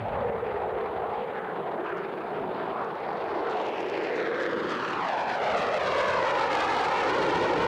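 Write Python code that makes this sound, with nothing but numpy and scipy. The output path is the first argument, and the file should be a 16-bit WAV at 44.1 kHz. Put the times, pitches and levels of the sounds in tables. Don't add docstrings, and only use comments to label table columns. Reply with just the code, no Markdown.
import sys
import numpy as np
from scipy import signal
from scipy.io import wavfile
from scipy.ndimage import map_coordinates

SR = 44100
rng = np.random.default_rng(int(sys.argv[2]) if len(sys.argv) > 2 else 0)


def waveform_to_disk(signal):
    frames = np.transpose(np.atleast_2d(signal))
    scaled = np.clip(frames, -1, 1) * 32767
    samples = np.round(scaled).astype(np.int16)
    wavfile.write(sys.argv[1], SR, samples)


def how_loud(loudness_db):
    steps = np.asarray(loudness_db, float) / 20
    return 10 ** steps


N = 338247
FRAME = 1024


def rms_one(x):
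    return x / np.sqrt(np.mean(x ** 2) + 1e-20)


def column(rows, index, at):
    rows = np.array(rows)
    return np.interp(at, rows[:, 0], rows[:, index])


def fade(start, end):
    return np.clip((np.arange(N) / SR - start) / (end - start), 0, 1)


def bandpass(x, order, low_hz, high_hz):
    return signal.sosfilt(signal.butter(order, [low_hz, high_hz], "band", fs=SR, output="sos"), x)


def drift(shape, frames):
    r = np.exp(-1 / max(frames, .1))
    wide = rng.standard_normal(shape[:-1] + (shape[-1] + 200,))
    return rms_one(signal.lfilter([1], [1, -2 * r, r * r], wide)[..., 200:])


def colour(x, spectrum):
    hz, s, cells = signal.stft(x, SR, nperseg=FRAME, noverlap=FRAME * 3 // 4)
    points = np.array(spectrum)
    tilt_db = np.interp(np.log(hz + 1), np.log(points[:, 0]), points[:, 1], right=-120)
    return hz, s, cells * how_loud(tilt_db)[:, None]


def sound(cells):
    return signal.istft(cells, SR, nperseg=FRAME, noverlap=FRAME * 3 // 4)[1][:N]


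def bumps(rows, s):
    return sum(db * np.exp(-((s - at) / max(length, .02)) ** 2) for at, db, length in rows)


def focus(hz, s, swells, spread):
    octaves = np.log2(hz[:, None] + 1)
    gain_db = 0
    for at, mid_hz, db, length in swells:
        off_time = (s - at) / length
        off_pitch = (octaves - np.log2(mid_hz)) / spread
        gain_db = gain_db + db * np.exp(-off_time ** 2 - off_pitch ** 2)
    return how_loud(gain_db)


def turbulence(crackle_per_s, crackle_db):
    born = rng.random(N) < crackle_per_s / SR
    sizes = how_loud(crackle_db + 4.56 * np.minimum(rng.exponential(1, N), 4))
    return rms_one(rng.standard_normal(N) - born * sizes)


def jet(path, spectrum, source, treble_hz, usual_db, slope, bass_hz, usual_bass_db, flicker_db, patch_db):
    hz, s, cells = colour(source, spectrum)
    scale = 1 / np.sqrt(np.mean(sound(cells) ** 2))
    weight = np.minimum((hz / treble_hz) ** slope, 1.5)[:, None]
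    lows = (1 / (1 + (hz / bass_hz) ** 4))[:, None]
    together = drift(s.shape, .35) + .5 * drift(s.shape, 2.5)
    coarse = drift((24, len(s)), 4.5)
    place = np.interp(np.log(hz + 1), np.log([100, 14000]), [0, 23])
    patches = map_coordinates(coarse, np.meshgrid(place, np.arange(len(s)), indexing="ij"), order=1)
    level_db = column(path, 1, s)
    air_db = weight * (column(path, 2, s) - usual_db)
    air_db = air_db + np.minimum(weight, .7) * flicker_db * together
    beam_db = lows * (column(path, 3, s) - usual_bass_db)
    return hz, s, scale * cells * how_loud(level_db + air_db + beam_db + patch_db * patches)


def by_ground(x, lags, strength, dull_hz, wobble):
    n = np.arange(N)
    shaken = np.interp(n / 256, np.arange(N // 256 + 1), drift((N // 256 + 1,), 5.0))
    lag_ms = column(lags, 1, n / SR) * (1 + wobble * shaken)
    late = np.interp(n - lag_ms * SR / 1000, n, x)
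    return x + strength * signal.lfilter(*signal.butter(1, dull_hz, fs=SR), late)


def steepen(x, samples):
    n = np.arange(N)
    return np.interp(n + samples * x / np.std(x), n, x)


def ripple(x):
    depth_db, above_hz = 1.7, 2500
    high = signal.sosfiltfilt(signal.butter(1, above_hz, "high", fs=SR, output="sos"), x)
    shake = np.interp(np.arange(N) / 32, np.arange(N // 32 + 1), drift((N // 32 + 1,), 2.5))
    return x + (how_loud(depth_db * shake - 1.5) - 1) * high


# t/s, peak level/dB, length/s
GUST_TABLE = [(0.13, -38.5, 0.19), (0.627, -47.5, 0.23), (1.045, -53, 0.14), (2.43, -59, 0.031),
              (3.35, -66, .2), (4.96, -54, 0.057), (5.543, -52, .1), (5.85, -48.5, 0.099),
              (6.161, -47, 0.13), (6.444, -59, 0.12), (6.737, -48, .08), (7.276, -47, 0.073),
              (7.66, -38, .1)]


def wind():
    calm_db, breeze_db, from_s, rise_s = -64, -54.0, 5.7, 0.69
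    s = np.arange(N) / SR
    low = bandpass(rng.standard_normal(N), 2, 55, 125)
    breeze = how_loud(calm_db + (breeze_db - calm_db) * fade(from_s, from_s + rise_s))
    gusts = sum(how_loud(db) * np.exp(-((s - at) / length) ** 2) for at, db, length in GUST_TABLE)
    return (breeze + gusts) * rms_one(low)


# t/s, centre f/Hz, level/dB
FAR_HUMP = [(0.0, 527.4, -49), (0.2, 502, -32), (0.35, 467, -26), (0.55, 450, -33.5), (0.8, 418, -28.5),
            (1.0, 417, -37), (1.25, 463, -31.5), (1.55, 422, -44.5), (1.8, 370, -33.5), (2.2, 393, -37.5),
            (2.6, 374, -41), (3.0, 450, -48), (3.4, 360, -30), (3.6, 432, -36), (3.8, 400, -36),
            (4.2, 461, -30), (4.6, 472, -29), (4.8, 380, -48)]


def hump():
    hz, s, cells = colour(rng.standard_normal(N), [(20, .1), (20000, .1)])
    off_hz = hz[:, None] - column(FAR_HUMP, 1, s)
    width_hz = np.where(off_hz > 0, 70, 35)
    band = rms_one(sound(cells * np.exp(-.5 * (off_hz / width_hz) ** 2)))
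    return how_loud(column(FAR_HUMP, 2, np.arange(N) / SR) - 1.5) * fade(5.2, 4.8) * band


# t/s, level/dB
LEAVING_LEVEL = [(0.0, -46), (0.15, -33), (0.6, -33.5), (0.8, -36), (1.35, -38), (1.75, -35.5),
                 (2.0, -40.5), (2.4, -35), (2.55, -34), (2.9, -34.5), (3.2, -32.5), (3.45, -26),
                 (3.65, -27), (4.1, -36)]
# t/s, gain/dB, length/s
FAR_ROLLS = [
    (1.6, 3.5, 0.18),
    (2.42, 10, 0.15),
    (2.68, 6, 0.13),
    (3.15, 5.5, 0.065),
    (3.45, -6.5, 0.2),
]


def leaving_path():
    treble_db, treble_steady = -16.5, 0.95
    bass_db, bass_steady = -13, 0.97
    s = np.arange(0, N / SR, .01)
    level_db = column(LEAVING_LEVEL, 1, s)
    swing_db = level_db + 36
    treble = treble_db - treble_steady * swing_db
    bass = bass_db - bass_steady * swing_db + bumps(FAR_ROLLS, s)
    return np.c_[s, level_db, treble, bass]


# f/Hz, level/dB per Hz
LEAVING_SPECTRUM = [(60, -51.5), (130, -24), (200, -6.5), (290, -13), (420, -8), (600, -6), (850, -5.5),
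                    (1100, -12), (2000, -21), (3500, -33), (4800, -47), (6000, -63.5), (9000, -71)]
# t/s, centre f/Hz, gain/dB, length/s
FAR_SWELLS = [(0.074, 760, 7.5, 0.13), (1.05, 800, 4, 0.12), (2.5, 510, 3.5, .07), (1.41, 1600, 7, .1),
              (1.944, 1460, 8.5, .12), (2.2, 250, 3.5, .08), (3.5, 1400, 8.5, .06),
              (3.08, 3000, -6.5, 0.034), (1.75, 650, 3.5, 0.11), (2.796, 1210, 9.5, 0.068),
              (2.8, 5000, 7, 0.6)]


def leaving_jet():
    hz, s, cells = jet(leaving_path(), LEAVING_SPECTRUM, turbulence(150, 8.8),
                       treble_hz=4200, usual_db=-15.5, slope=0.67,
                       bass_hz=320, usual_bass_db=-12.0, flicker_db=3.2, patch_db=1.85)
    turns = (hz[:, None] / column(FAR_HUMP, 1, s) - 1) / 0.78
    echo = .7 / (1 + (hz[:, None] / 480) ** 2)
    comb = np.abs(1 + echo * np.exp(2j * np.pi * turns))
    heard = sound(cells * focus(hz, s, FAR_SWELLS, 0.4) * comb)
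    return how_loud(2.5) * fade(4.54, 3.03) * heard


# t/s, peak level/dB
SHOCK_TABLE = [(1.8933, -61), (1.9719, -56), (1.981, -55), (2.2074, -62), (2.8464, -55), (2.955, -59),
               (3.003, -59), (3.243, -60), (3.386, -64), (3.498, -48), (3.512, -49), (3.537, -53),
               (3.59, -56), (3.6157, -49), (3.667, -49), (3.685, -48), (3.808, -48), (3.899, -45),
               (4.155, -52)]


def shocks():
    clicks = np.zeros(N)
    for at, db in SHOCK_TABLE:
        clicks[round(at * SR)] = -how_loud(db + 26.5)
    return bandpass(clicks + 1e-18, 3, 1500, 6000)


# t/s, peak level/dB, length/s
BUNCH_TABLE = [(3.506, -38, 0.015), (3.612, -56, 0.02), (3.66, -45, 0.013), (3.79, -42, 0.031),
               (3.817, -54, 0.025), (3.88, -49, 0.017), (4.026, -41, 0.029), (4.155, -40, 0.028),
               (4.2294, -49, 0.03), (4.42, -36, 0.015), (4.694, -38, 0.03), (4.864, -42, 0.054),
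               (5.053, -56, 0.027), (5.186, -38, 0.041), (5.3294, -59, 0.024), (5.57, -27.5, 0.03),
               (6.086, -29, 0.03)]


def bunches():
    s = np.arange(N) / SR
    envelope = np.zeros(N)
    for at, db, length in BUNCH_TABLE:
        after = np.clip((s - at + 0.0035) / max(length, .008), 0, 30)
        envelope += how_loud(db) * 0.7 * np.minimum(6 * after, 1) * np.exp(-(after / 1.2) ** 4)
    spray = bandpass(turbulence(400, 21.0), 3, 2600, 7000)
    return how_loud(-14.0) * envelope * rms_one(spray)


# t/s, level/dB
PASSING_LEVEL = [(3.1, -36.5), (3.5, -33.5), (3.85, -37), (4.2, -34), (4.6, -39.5), (5.0, -34),
                 (5.35, -35.5), (5.58, -31), (5.74, -34.5), (6.0, -30), (6.7, -31.5), (7.0, -32),
                 (7.67, -33)]
# t/s, lag/ms
GROUND_LAG = [(3.4, 0.18), (3.9, 0.34), (4.25, 0.46), (4.93, 0.68), (5.1, 1.04), (5.55, 1.41), (5.9, 1.85),
              (6.15, 1.84), (6.63, 2.3), (6.85, 2.28), (7.15, 2.1), (7.6, 2.066)]
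# t/s, gain/dB, length/s
TREBLE_CLEARINGS = [(3.62, 4, 0.11), (4.22, -3.5, 0.13), (4.33, -4.5, .02), (4.42, 5.5, 0.038),
                    (4.56, 0, 0.091), (4.72, 5, 0.1), (5.1, -1.5, .05), (5.26, -4, 0.032), (5.34, 3, 0.03),
                    (5.57, 2, .05), (5.76, 3.5, 0.036), (5.93, -2.5, 0.058), (6.1, 2.5, 0.044),
                    (6.43, 0.5, .02), (6.78, -1, 0.031), (6.2, -3, 0.097), (6.495, -5, 0.018),
                    (7.36, 2, 0.053)]
# t/s, gain/dB, length/s
NEAR_BASS_ROLLS = [
    (4.2, -6, 0.88),
    (4.62, 12, 0.16),
    (5.7, 2, 0.22),
    (6.6, -1, .2),
    (7.22, 3, 0.085),
]


def passing_path():
    haze_db, clears_db_per_ms = -25.5, 4.5
    front_bass_db, tail_turn_s, tail_bass_db_per_s = 0.36, 6.63, 13
    s = np.arange(0, N / SR, .01)
    treble_db = haze_db + clears_db_per_ms * column(GROUND_LAG, 1, s) + bumps(TREBLE_CLEARINGS, s)
    tail_db = tail_bass_db_per_s * np.maximum(s - tail_turn_s, 0)
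    bass_db = front_bass_db + tail_db + bumps(NEAR_BASS_ROLLS, s)
    return np.c_[s, column(PASSING_LEVEL, 1, s), treble_db, bass_db]


# f/Hz, level/dB per Hz
PASSING_SPECTRUM = [(60, -46), (140, -17.5), (230, -12), (330, -10), (500, -4.5), (700, -4), (930, -4),
                    (1200, -7.5), (2200, -15.5), (4500, -26.5), (8000, -44.5), (14000, -61.5)]
# t/s, centre f/Hz, gain/dB, length/s
NEAR_FOCUS = [(3.754, 2760, 3.5, 0.3), (4.156, 348, 13, 0.65), (4.407, 1720, 3.5, .1), (4.45, 600, -3, .12),
              (4.6, 820, 2.5, 0.17), (4.806, 1320, 0, 0.053), (4.978, 800, 3.5, .06),
              (5.094, 1014, -7, .05), (5.153, 866, 5, 0.1), (5.355, 398, 11.5, 0.36), (5.9, 1100, -3, .15),
              (6.105, 565, 3.5, 0.36), (6.15, 804, -5.5, 0.28), (6.3, 225, 6.5, 0.29),
              (6.407, 403, -8.5, 0.44), (6.743, 894, 2.5, .25), (7.16, 280, 6, 0.26)]


def passing_jet():
    hz, s, cells = jet(passing_path(), PASSING_SPECTRUM, turbulence(300, 5.8),
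                       treble_hz=6000, usual_db=-17.5, slope=0.82,
                       bass_hz=396, usual_bass_db=0.068, flicker_db=3.0, patch_db=0.83)
    direct = sound(cells * focus(hz, s, NEAR_FOCUS, 0.18))
    heard = by_ground(direct, GROUND_LAG, strength=.66, dull_hz=2600, wobble=.04)
    return how_loud(7.5) * fade(2.9, 4.12) * heard


def scene():
    jets = steepen(leaving_jet() + hump() + passing_jet(), .35)
    crackle = shocks() + bunches()
    rumble = wind()
    return (ripple(jets) + crackle + rumble)[None]


def top_cut(x):
    return signal.sosfilt(signal.butter(12, 16600, fs=SR, output="sos"), x)


# f/Hz, level/dB per Hz
HISS_SPECTRUM = [(3530, -44.5), (6000, 2), (11200, 2.5), (15200, 1), (15600, 4.5)]
# f/Hz, rms level/dB
WHISTLE_TABLE = [
    (10788, -95),
    (15735, -94),
]


def record(dry):
    r = np.exp(-1 / (0.042 * SR))
    power = signal.lfilter([1 - r], [1, -r], dry ** 2) + 1e-5
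    held = dry * (power / 0.025 ** 2) ** -.12
    top, bias = .135, .012
    tape = top * (np.tanh((1.055 * held + bias) / top) - np.tanh(bias / top))
    tape = bandpass(tape, 2, 45, 10000)
    hiss = how_loud(-76) * rms_one(sound(colour(rng.standard_normal(N), HISS_SPECTRUM)[2]))
    s = np.arange(N) / SR
    tones = sum(np.sqrt(2) * how_loud(db) * np.sin(2 * np.pi * hz * s) for hz, db in WHISTLE_TABLE)
    tape = tape * fade(N / SR, N / SR - .004)
    return top_cut(tape + hiss + tones)


dry = scene()
out = record(dry)
waveform_to_disk(out)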